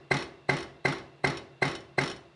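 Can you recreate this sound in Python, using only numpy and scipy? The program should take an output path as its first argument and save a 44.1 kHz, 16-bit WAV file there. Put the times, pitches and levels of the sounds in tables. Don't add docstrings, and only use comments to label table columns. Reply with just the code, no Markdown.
import sys
import numpy as np
from scipy import signal
from scipy.fft import rfft, irfft, next_fast_len
from scipy.io import wavfile
from scipy.ndimage import uniform_filter1d

SR = 44100
rng = np.random.default_rng(int(sys.argv[2]) if len(sys.argv) > 2 else 0)


def unload_wav(signal):
    wavfile.write(
        sys.argv[1],
        SR,
        np.round(np.clip(np.atleast_2d(signal).T, -1, 1) * 32767).astype(np.int16),
    )


N = 103635

# f/Hz, relative level/dB
CRACK_SPECTRUM = [(60, -42), (130, -34), (300, 5), (750, 11), (1300, 4.5), (2200, 3), (3200, -5.5),
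                  (5500, -11), (7500, -22), (10000, -21), (11000, -59)]
# f/Hz, relative level/dB, t60/s
VALVE_MODES = [(2543, -3, 0.15), (3030, -5, .28), (3390, -12, 0.26), (3800, -2, 0.13), (4310, -3.5, 0.16),
               (5450, 1.5, 0.072), (6900, -12.5, 0.031), (8560, -19.5, 0.06), (9650, -11, 0.057)]
LEAD_S = 0.007
CRACK_T60_S, TICK_ATTACK_S = 0.083, 0.0026


def undb(db):
    return 10 ** (np.asarray(db) / 20)


def clock(size):
    return np.arange(size) / SR


def fade(t, t60_s):
    return (t >= 0) * np.exp(-np.log(1000) * np.maximum(t, 0) / t60_s)


def rise(t, length_s):
    return np.sin(np.pi / 2 * np.clip(t / length_s, 0, 1)) ** 2


def burst(t, attack_s, t60_s):
    return rise(t, attack_s) * fade(np.maximum(t - attack_s, 0), t60_s)


def lookup(table, hz):
    table_hz, values = np.array(table).T
    return np.interp(np.log(np.maximum(hz, 1)), np.log(table_hz), values)


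def noise(spectrum, size):
    n = next_fast_len(size)
    gain = undb(lookup(spectrum, np.fft.rfftfreq(n, 1 / SR)))
    y = irfft(rfft(rng.standard_normal(n)) * gain, n)[:size]
    return y / y.std()


def flutter(size, smooth_s):
    y = uniform_filter1d(rng.standard_normal(size), max(int(smooth_s * SR), 1))
    return y / y.std()


def ring(modes, t, attack_s):
    return sum((-1) ** k * undb(db) * np.sin(2 * np.pi * hz * t) * burst(t, attack_s, t60_s)
               for k, (hz, db, t60_s) in enumerate(modes))


def add(out, sound, start_s):
    start = int(start_s * SR)
    part = sound[max(-start, 0):N - start]
    first = max(start, 0)
    out[first:first + len(part)] += part


def ventilation_and_hum(air_db=-58.5, hum_hz=136, hum_db=-75):
    # f/Hz, relative level/dB
    air_spectrum = [(25, -20), (102, -23), (136, 18.5), (200, -5), (350, 3.5), (700, -2.5), (1400, -5.5),
                    (2550, -10), (2720, 1), (2950, -13.5), (3650, -8), (5000, -19.5), (11000, -35)]
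    hum = np.sin(2 * np.pi * hum_hz * clock(N))
    return undb(air_db) * noise(air_spectrum, N) + undb(hum_db) * hum


def flow(t, hiss_db=-47.5, sing_db=-55, end_s=0.11, rough_db=0.5):
    # f/Hz, relative level/dB
    flow_spectrum = [(400, -12.5), (1300, 14), (2500, -4), (4200, 10.5), (4900, -20), (5500, 11),
                     (6300, -20), (11000, -38)]
    n = len(t)
    gate = fade(np.maximum(t - end_s, 0), t60_s=0.22) * undb(rough_db * flutter(n, smooth_s=0.012))
    housing = ring(VALVE_MODES, clock(n), TICK_ATTACK_S)
    drive = rng.standard_normal(n) * gate * rise(t, length_s=0.16)
    sing = signal.fftconvolve(drive, housing / np.linalg.norm(housing))[:n]
    hiss = noise(flow_spectrum, n) * gate * rise(t, length_s=0.017)
    return undb(hiss_db) * hiss + undb(sing_db) * sing


def ball_valves(click_db=-37.3, body_db=-40, housing_db=-46, echo_db=-14.5):
    # t/s, level/dB, dull knock offset/dB
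    ticks = [(0.1398, 2.5, 3), (0.166, 3, -7), (0.186, -3.5, -17), (.203, -6, -6), (.222, -3, -18),
             (0.533, -4, -13), (.566, 0, -18), (0.5845, -4.5, -9), (0.6029, -5.5, -5), (.626, -5.5, -5),
             (.881, 0.5, 2), (.922, -2.5, 10), (.981, -9.5, -15), (1.271, 4.5, -20), (1.299, -1, -2),
             (1.370, -2.5, -30), (1.651, 2.5, -1), (1.678, 1.5, 1), (1.695, -9.5, 10), (1.712, -5, -3),
             (1.75, -0.5, -19), (1.804, -16, -12), (2.011, 3.5, 2.5), (2.034, 3.5, 0), (2.057, -2.5, -2),
             (2.0749, -0.5, -7), (2.0975, -1, -1.5), (2.112, -3.5, -9), (2.161, -12, -8)]
    # f/Hz, relative level/dB
    click_spectrum = [(1500, 6), (2400, 3), (3500, 6), (4800, -3.5), (5500, 5), (6600, -8), (7050, -2.5),
                      (7700, -17.5), (8500, -3.5), (9200, -15.5), (10300, -9.5), (11300, -32)]
    # f/Hz, relative level/dB
    body_spectrum = [(300, -15), (1400, 8.5), (2200, -13), (3500, -24)]
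    out, t = np.zeros(N), clock(SR // 5)
    echo = undb(echo_db) * burst(t, TICK_ATTACK_S, t60_s=0.35)
    envelope = burst(t, TICK_ATTACK_S, t60_s=0.041) + echo
    for start_s, tick_db, offset_db in ticks:
        jitter = rng.standard_normal((len(VALVE_MODES), 2))
        modes = [(hz * (1 + 0.003 * pitch), db + 2 * level, t60_s)
                 for (hz, db, t60_s), (pitch, level) in zip(VALVE_MODES, jitter)]
        click = undb(click_db) * noise(click_spectrum, len(t))
        body = undb(body_db + offset_db) * noise(body_spectrum, len(t))
        housing = undb(housing_db) * ring(modes, t, TICK_ATTACK_S)
        add(out, undb(tick_db) * (envelope * (click + body) + housing), start_s)
    return out


def coil(t, switch_hz=2027, jitter_rad=0.089, peak_s=0.012, rise_db_per_s=1100):
    # multiple of the switching rate, level/dB
    harmonics = [(1, -28), (2, -33), (4, -39.5), (5, -53)]
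    swell = rise(t + LEAD_S, length_s=0.00041) * undb(rise_db_per_s * np.minimum(t - peak_s, 0))
    decay = fade(np.maximum(t - peak_s, 0), t60_s=0.019)
    phase = 2 * np.pi * switch_hz * t + jitter_rad * flutter(len(t), smooth_s=0.002)
    return swell * decay * sum(undb(db) * np.sin(k * phase) for k, db in harmonics)


def plunger_scrape(t, gain_db=-30.5, attack_s=0.015):
    return undb(gain_db) * noise(CRACK_SPECTRUM, len(t)) * burst(t + LEAD_S, attack_s, CRACK_T60_S)


def crack_and_reverb(t, crack_db=-30.5, crack_delay_s=0.0015, reverb_db=-27.5, reverb_delay_s=0.0076):
    # f/Hz, relative level/dB
    reverb_spectrum = [(30, -48), (60, -1), (100, -4), (125, 4.5), (165, -3), (310, 3), (400, 4), (520, -2),
                       (750, -1.5), (1000, -3), (1600, -3), (1850, -1), (2060, 5.5), (2300, -5.5),
                       (3200, -14.5), (4300, -13.5), (7000, -25.5), (11000, -36)]
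    # f/Hz, t60/s
    reverb_t60 = [(70, 0.78), (200, 0.55), (500, 0.65), (1000, 0.57), (2000, 0.33), (4000, 0.55),
                  (10000, 0.29)]
    n = len(t)
    spectrum, hz = rfft(noise(reverb_spectrum, n)), np.fft.rfftfreq(n, 1 / SR)
    octave = np.log2(np.clip(hz, 80, 10240) / 80)
    tail = np.zeros(n)
    for k in range(8):
        band = irfft(spectrum * np.maximum(1 - abs(octave - k), 0), n)
        tail += band * fade(t, lookup(reverb_t60, 80 * 2 ** k))
    tail *= rise(t - reverb_delay_s, length_s=0.015)
    crack = noise(CRACK_SPECTRUM, n) * fade(t - crack_delay_s, CRACK_T60_S)
    return undb(crack_db) * crack + undb(reverb_db) * tail


def knock(t):
    # f/Hz, level/dB, t60/s
    head_modes = [(151.6, -23, 0.1), (257, -39, 0.046), (374.8, -22.5, 0.11), (541, -23, 0.039),
                  (727, -17.5, 0.032), (856, -27.5, 0.068), (972, -26.5, 0.049), (1146, -41.5, 0.11)]
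    # f/Hz, level/dB, t60/s
    stop_modes = [(1585, -23, 0.038), (1900, -27, 0.016), (2077.6, -17, 0.026), (2345, -33, 0.0087),
                  (2714, -37, 0.0088), (4260, -34, 0.015), (5400, -42, 0.035), (6170, -45, 0.018)]
    # f/Hz, level/dB, t60/s
    room_modes = [(144.6, -26, 0.14), (173, -35, .22), (219.9, -37, 0.19), (267.5, -35, 0.26),
                  (341.6, -37, 0.58), (384.3, -36.5, 0.53), (547, -46, .6), (685, -52, 0.95),
                  (782, -55, 0.27), (841.5, -35.5, 0.15), (1098, -44.5, 0.49)]
    head_lead_s, stop_delay_s, room_delay_s, snap_delay_s = 0.00092, 0.00023, 0.005506, 0.0085
    snap_hz, snap_db, snap_t60_s = 2500, -18, 0.0017
    low_cut = signal.butter(3, 104.5, "high", fs=SR, output="sos")
    thump = signal.sosfilt(low_cut, ring(head_modes, t + head_lead_s, attack_s=0.00056))
    clack = ring(stop_modes, t - stop_delay_s, attack_s=0.0068)
    snap = ring([(snap_hz, snap_db, snap_t60_s)], t - snap_delay_s, attack_s=0.0001)
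    room = ring(room_modes, t - room_delay_s, attack_s=0.037)
    return thump + clack + snap + room


def pump(stroke_length_s=0.6):
    # t/s, level/dB
    strokes = [(-.262, 0), (0.111, 0), (0.4908, 0.1), (0.8508, -0.5), (1.2416, -0.46), (1.6213, -0.44),
               (1.9815, -0.6)]
    fresh_share = 0.28
    out, t = np.zeros(N), clock(int(stroke_length_s * SR)) - LEAD_S
    common = plunger_scrape(t) + knock(t) + np.sqrt(1 - fresh_share) * crack_and_reverb(t)
    for knock_s, db in strokes:
        stroke = common + coil(t) + np.sqrt(fresh_share) * crack_and_reverb(t) + flow(t)
        add(out, undb(db) * stroke, knock_s - LEAD_S)
    return out


def scene():
    return (pump() + ball_valves() + ventilation_and_hum())[None]


def record(dry):
    cutoff_hz = 11150
    return signal.sosfilt(signal.ellip(10, 0.2, 70, cutoff_hz, fs=SR, output="sos"), dry)


dry = scene()
out = record(dry)
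unload_wav(out)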